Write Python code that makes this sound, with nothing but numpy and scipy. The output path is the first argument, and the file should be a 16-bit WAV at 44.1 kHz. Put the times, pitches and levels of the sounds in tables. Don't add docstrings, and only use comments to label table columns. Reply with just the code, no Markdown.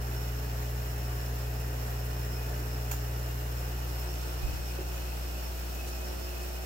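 import sys
import numpy as np
from scipy import signal
from scipy.fft import rfft, irfft, next_fast_len
from scipy.io import wavfile
from scipy.ndimage import map_coordinates

SR = 44100
rng = np.random.default_rng(int(sys.argv[2]) if len(sys.argv) > 2 else 0)


def wrap_up_sound(samples):
    columns = np.atleast_2d(samples).T
    tamed = np.clip(columns, -1, 1)
    steps = np.round(tamed * 32767).astype(np.int16)
    wavfile.write(sys.argv[1], SR, steps)


N = 293485
TIME = np.arange(N) / SR
SIDES = np.array([[.5], [-.5]])
PORT_DELAY_S = .00045
MAINS_HZ, TOP_HZ = 60.03, 15800

# time in seconds, steps back from the glass.
MIC_PATH = [(3.2, 0), (3.7, 0.3), (4.2, 1.1), (4.8, 1.17), (5.5, 1.67), (6.1, 2), (6.65, 2)]
# left level in dB, right level in dB; at the glass, one step back, two steps back.
HUM_OCTAVE = [(-39, -38.5), (-44.5, -43), (-60, -53.5)]
# multiple of the stroke rate, left and right level in dB
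HOUSING_BUZZ = [(2.5, -57.5, -55.5, -58, -57, -64, -58, 0), (3, -64, -62, -57, -55, -57, -56.5, 0),
                (3.5, -60.5, -63, -63, -61, -69, -70, -0.092),
                (4, -58.5, -56.5, -72, -69, -56, -59, -0.098), (5, -60, -58.5, -62.5, -55.5, -73, -60, .2),
                (6, -54.5, -58, -52.5, -56, -53, -47.5, -1.8), (7, -52.5, -53.5, -72, -59, -65, -59, -0.4),
                (8, -64, -55, -55, -59, -66, -72, 2.2), (9, -69, -57.5, -62, -59, -71, -59.5, 1.15),
                (10, -74, -57, -67, -66, -73, -64, -.3), (11, -60, -63, -63, -70, -56.5, -59, 0.85),
                (12, -60, -56, -57, -74, -63, -64, 1.3), (13, -77, -63, -66, -68, -70, -58, -0.72),
                (14, -59.5, -62.5, -71, -62, -72, -63, 1.63), (15, -66, -68, -67, -78, -73, -79, 0.47)]
# frequency in Hz, relative level in dB.
CHURN_AT_GLASS = [(15, -3), (40, -1), (85, 4), (190, -1.1), (300, -1.6), (450, -2), (720, -4), (1050, -7),
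                  (1450, -6), (1900, -8), (2300, -17), (3500, -30.5), (8000, -28)]
CHURN_STEP_BACK = [(15, -10), (40, -1), (85, 7), (190, -5.5), (300, -2.5), (450, -2), (720, -2), (1100, -7),
                   (1450, -6.5), (1900, -10), (2300, -16), (3500, -22.5), (8000, -29)]
FIZZ_AT_GLASS = [(1200, -15), (2700, 2), (3700, 0), (4400, -1), (6100, -0.5), (7000, 1), (8200, -1.5),
                 (8700, -6.5), (9900, -5.5), (11300, -1.5), (12200, 3), (14000, 4), (15800, 1.5)]
FIZZ_STEP_BACK = [(1200, -18), (2700, 1.5), (3700, 0), (4400, -1), (6100, 0.5), (7000, .5), (8200, -2.5),
                  (8700, -7.5), (9900, -6), (11300, -2.5), (12200, 1.5), (14000, 2.5), (15800, -0.5)]
# pitch in Hz, width in Hz,
# relative level in dB at the glass, the same a step back, dip in dB during the lull.
LID_RESONANCES = [(1402, 150, -4, -1.5, 0), (2530, 105, -3, -2, 6), (2850, 146, -2.8, -2.5, 3),
                  (4370, 140, -13, -7.5, 0), (5313, 88, -3.5, -3.5, 2), (5380, 340, -2.5, -1.5, 7),
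                  (6670, 400, -9, -18, 2), (8230, 380, -14, -5, -4)]
# start in seconds, level in dB, pitch in Hz, length in seconds.
BUBBLE_RUNS = [(0.1, -58.5, 5400, 0.15), (0.998, -56, 5420, .07), (1.126, -57, 5370, 0.14),
               (2.19, -60, 5320, 0.046), (2.328, -51, 5360, 0.039), (2.35, -55, 2500, 0.06),
               (2.58, -58, 5460, 0.056), (2.703, -54, 5295, .05), (3.28, -61, 2810, 0.22),
               (3.568, -51, 5335, 0.022), (3.947, -54, 5320, 0.057), (4.07, -53, 5480, 0.05),
               (4.38, -57, 2564, 0.2), (4.456, -54, 5340, .05), (4.64, -54, 5370, .05),
               (4.69, -59, 2830, .07), (4.882, -56, 2524, .14), (5.05, -54, 2590, 0.07),
               (5.197, -61, 5290, .14), (5.368, -54.5, 5400, .11), (5.33, -64, 2860, 0.12),
               (5.768, -52, 2570, 0.09), (5.896, -56, 2547, 0.15), (6.029, -53, 5460, 0.073),
               (6.187, -54, 5250, 0.076), (6.33, -57, 2560, 0.11), (6.516, -58, 2550, 0.1)]
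# peak time in seconds, level in dB, centre in Hz, width in Hz, half-length in seconds.
FOAM_BURSTS = [(1.144, -51, 13000, 4000, .03), (1.87, -52, 7000, 3000, .015),
               (2.055, -49, 12500, 4000, 0.016), (2.39, -50, 13500, 4000, .012),
               (4.0, -50, 13500, 3000, .04), (5.882, -47, 5500, 5000, 0.03), (6.435, -51, 8300, 2500, .025)]
# start in seconds, relative force in dB.
CLICK_CONTACTS = [(2.9128, -32), (2.917, -30.5), (2.927, -41), (2.938, -39)]
# pitch in Hz, width in Hz, gain in dB.
OBJECT_MODES = [(910, 270, 5), (1430, 240, 5.5), (2430, 400, -1), (3160, 350, -4), (4500, 600, -5.5),
                (5670, 590, -1), (6830, 350, 6), (7900, 450, -7.5), (9900, 1400, -11.5), (11800, 730, 0.5),
                (13400, 650, -2), (14500, 1000, -5)]
# peak time in seconds, peak level in dB, pitch in Hz,
# half-length in seconds, left minus right in dB.
CASE_BLOWS = [(4.452, -32.5, 38, 0.035, -18), (4.49, -31, 65, 0.018, 11), (4.541, -35, 65.5, 0.014, 16),
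              (4.593, -38, 50, 0.019, -12)]
# time in seconds, relative force in dB, scuff half-length in seconds.
CABINET_NUDGES = [(4.785, -15, .01), (4.807, -15.5, .02), (4.879, -25, 0.022)]
# pitch in Hz, width in Hz, gain in dB.
CABINET_MODES = [(365, 32, 0.5), (535, 100, -11), (690, 120, -14)]
# frequency in Hz, share arriving straight from the left.
DIRECT_SHARE = [(300, 0.59), (1000, 0.22), (3200, 0.17), (6000, 0.027), (15000, .04)]
# frequency in Hz, left minus right in dB.
PORT_SHADING = [(500, 0.5), (1100, 1.5), (3000, 0), (4800, -2.5), (6200, -3), (7200, -5.5), (8100, 7.5),
                (8900, -6), (10000, -5), (12000, -5.5), (13800, -7), (15500, 8)]


def amp(db):
    return 10 ** (np.asarray(db) / 20)


def unit(x):
    return x / np.sqrt(np.mean(x ** 2) + 1e-20)


def along(points, hz):
    freqs, values = np.transpose(points)
    return np.interp(np.log(hz + 1), np.log(freqs + 1), values)


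def wobble(rate):
    knots = rng.standard_normal(512)
    coarse = TIME[::64]
    return np.interp(TIME, coarse, map_coordinates(knots, [coarse * rate + 2], mode="wrap"))


def swell(at, half_length):
    return np.exp(-2 * np.minimum(((TIME - at) / half_length) ** 2, 20))


def filtered(x, response):
    size = next_fast_len(N + SR // 10, real=True)
    gain = response(np.fft.rfftfreq(size, 1 / SR)).astype(np.complex64)
    return irfft(rfft(x.astype(np.float32), size) * gain, size)[..., :N]


def coloured(x, spectrum):
    return unit(filtered(x, lambda f: amp(along(spectrum, f))))


def resonance(f, hz, width):
    return 1j * f * width / (hz * hz - f * f + 1j * f * width)


def steep_resonance(f, hz, width):
    return resonance(f, hz, width) * resonance(f, hz, 4 * width)


def steps_back():
    return np.interp(TIME, *np.transpose(MIC_PATH))


def backing_away(*stops):
    steps = np.clip(steps_back(), 0, len(stops) - 1)
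    return sum(stop * np.maximum(1 - abs(steps - k), 0) for k, stop in enumerate(stops))


def diffuse_likeness(hz):
    return np.sinc(2 * hz * PORT_DELAY_S)


def room(x, t60, wet_db):
    decay = amp(-60 / (t60 * SR)) ** 2
    energy = signal.lfilter([1 - decay], [1, -decay], x ** 2)
    return x + amp(wet_db) * np.sqrt(energy + 1e-20) * rng.standard_normal((2, N))


def pump():
    stroke = 2 * np.pi * MAINS_HZ * TIME
    steps = steps_back()
    hum_db = -35 - 2 * np.maximum(steps - 1, 0)
    fundamental = amp(hum_db + 0.69 * SIDES) * np.sin(stroke - 0.12 * SIDES)
    skew = SIDES * backing_away(0, 0.1, 1.5)
    octave = amp(backing_away(*np.array(HUM_OCTAVE)[..., None])) * np.sin(2 * stroke + skew)
    buzz = np.zeros((2, N))
    waver_db = .4 + .35 * steps
    for multiple, *stops_db, lead in HOUSING_BUZZ:
        level_db = backing_away(*np.reshape(stops_db, (-1, 2, 1))) + waver_db * wobble(7)
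        phase = multiple * stroke + rng.uniform(0, 2 * np.pi)
        drift = 0.22 * np.arccos(diffuse_likeness(multiple * MAINS_HZ)) * wobble(0.49)
        buzz += amp(level_db) * np.sin(phase + SIDES * (lead + drift))
    return np.sqrt(2) * (amp(-0.5) * buzz - fundamental - octave)


def pops(rate, spread_db):
    bursts = np.zeros((2, N))
    moments = rng.random((2, N)) < rate / SR
    size = np.clip(rng.standard_normal(N // 2), -3, 2.5)
    strengths = amp(spread_db * size) * rng.choice([-1, 1], len(size))
    bursts[moments] = np.resize(strengths, moments.sum())
    return unit(bursts)


def churn():
    water = rng.standard_normal((2, N)) + amp(-4) * pops(rate=260, spread_db=2)
    wash = backing_away(coloured(water, CHURN_AT_GLASS), coloured(water, CHURN_STEP_BACK))
    level_db = -44.5 - 0.6 * steps_back() + 0.48 * wobble(9.5)
    return amp(level_db) * wash


def wandering(x, depth=.0045, rate=7):
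    position = np.cumsum(1 + depth * wobble(rate)) % (N - 1)
    return np.array([np.interp(position, np.arange(N), side) for side in x])


def air_stone():
    spray = room(pops(rate=2800, spread_db=5), t60=0.14, wet_db=2.5)
    flicker = amp(2.5 + 0.051 * wobble(20))
    fizz = flicker * backing_away(coloured(spray, FIZZ_AT_GLASS), coloured(spray, FIZZ_STEP_BACK))
    lull = swell(at=3.41, half_length=.2)
    for hz, width, near_db, far_db, dip_db in LID_RESONANCES:
        bursts = room(pops(rate=220, spread_db=1.5), t60=0.14, wet_db=-1.5)
        ring = filtered(bursts, lambda f: steep_resonance(f, hz, width))
        ring = unit(wandering(ring))
        ring_db = backing_away(near_db, far_db) - 8.5 - dip_db * lull + 0.46 * wobble(18)
        fizz += amp(ring_db) * ring
    return amp(-49) * fizz


def spurts(bubbles=14, attack_s=0.0031, t60=0.12, scatter_hz=26.1):
    out = np.zeros((2, N + SR))
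    t = np.arange(SR // 3) / SR
    for start, db, hz, length in BUBBLE_RUNS:
        run = np.zeros((2, len(t)))
        for k in range(bubbles):
            onset = length * (k + rng.random()) / bubbles
            age = np.maximum(t - onset, 0)
            envelope = amp(rng.normal(0, 2.3) - 60 * age / t60) * (1 - np.exp(-age / attack_s))
            pitch = hz + scatter_hz * rng.standard_normal()
            run += envelope * np.sin(2 * np.pi * (pitch * age + rng.random((2, 1))))
        first = round(start * SR)
        out[:, first:first + len(t)] += amp(db) * unit(run) * np.sqrt(length / t[-1])
    return out[:, :N]


def spatters():
    foam = pops(rate=4000, spread_db=3)
    return sum(amp(db) * swell(at, half_length) * unit(filtered(foam, lambda f: resonance(f, hz, width)))
               for at, db, hz, width, half_length in FOAM_BURSTS)


def click(contact_t60=0.014):
    force = sum(amp(db - 60 * np.maximum(TIME - start, 0) / contact_t60) * (TIME >= start)
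                for start, db in CLICK_CONTACTS)
    contacts = room(force * rng.standard_normal((2, N)), t60=0.17, wet_db=-0.5)
    body = lambda f: sum(amp(db) * resonance(f, hz, width) for hz, width, db in OBJECT_MODES)
    return filtered(contacts, body) * amp([[5], [8]])


def handling_bumps():
    return sum(-amp(db + pan_db * SIDES) * swell(at, half_length) * np.cos(2 * np.pi * hz * (TIME - at))
               for at, db, hz, half_length, pan_db in CASE_BLOWS)


def cabinet_knock(push_s=.001):
    scuff = amp(-2) * rng.standard_normal((2, N))
    force = sum(amp(db) * (swell(at, push_s) + scuff * swell(at + scuff_s / 2, scuff_s))
                for at, db, scuff_s in CABINET_NUDGES)
    body = lambda f: sum(amp(db) * steep_resonance(f, hz, width) for hz, width, db in CABINET_MODES)
    return filtered(force, body)


def glass_walls(x, echo_db, width_hz, count):
    delays = rng.integers(SR // 250, SR // 40, (2, count))
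    echoes = np.array([sum(np.pad(side, (delay, 0))[:N] for delay in row)
                       for side, row in zip(x, delays)])
    return x + amp(echo_db) * filtered(echoes, lambda f: resonance(f, hz=1800, width=width_hz))


def at_microphone(pair):
    def likeness(f):
        share = np.clip(along(DIRECT_SHARE, f), 0, 1)
        return (1 - share) * diffuse_likeness(f) + share * np.exp(-2j * np.pi * f * PORT_DELAY_S)
    left, other = pair
    shared = filtered(left, likeness)
    unshared = filtered(other, lambda f: np.sqrt(abs(1 - abs(likeness(f)) ** 2)))
    return np.array([left, shared + unshared])


def scene():
    water = glass_walls(churn() + air_stone() + spatters(), echo_db=-14.5, width_hz=6300, count=8)
    tank = at_microphone(water + spurts() + cabinet_knock())
    shaded = filtered(tank + click(), lambda f: amp(SIDES * along(PORT_SHADING, f)))
    return pump() + handling_bumps() + shaded


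def record(dry):
    return filtered(dry, lambda f: f < TOP_HZ)


dry = scene()
out = record(dry)
wrap_up_sound(out)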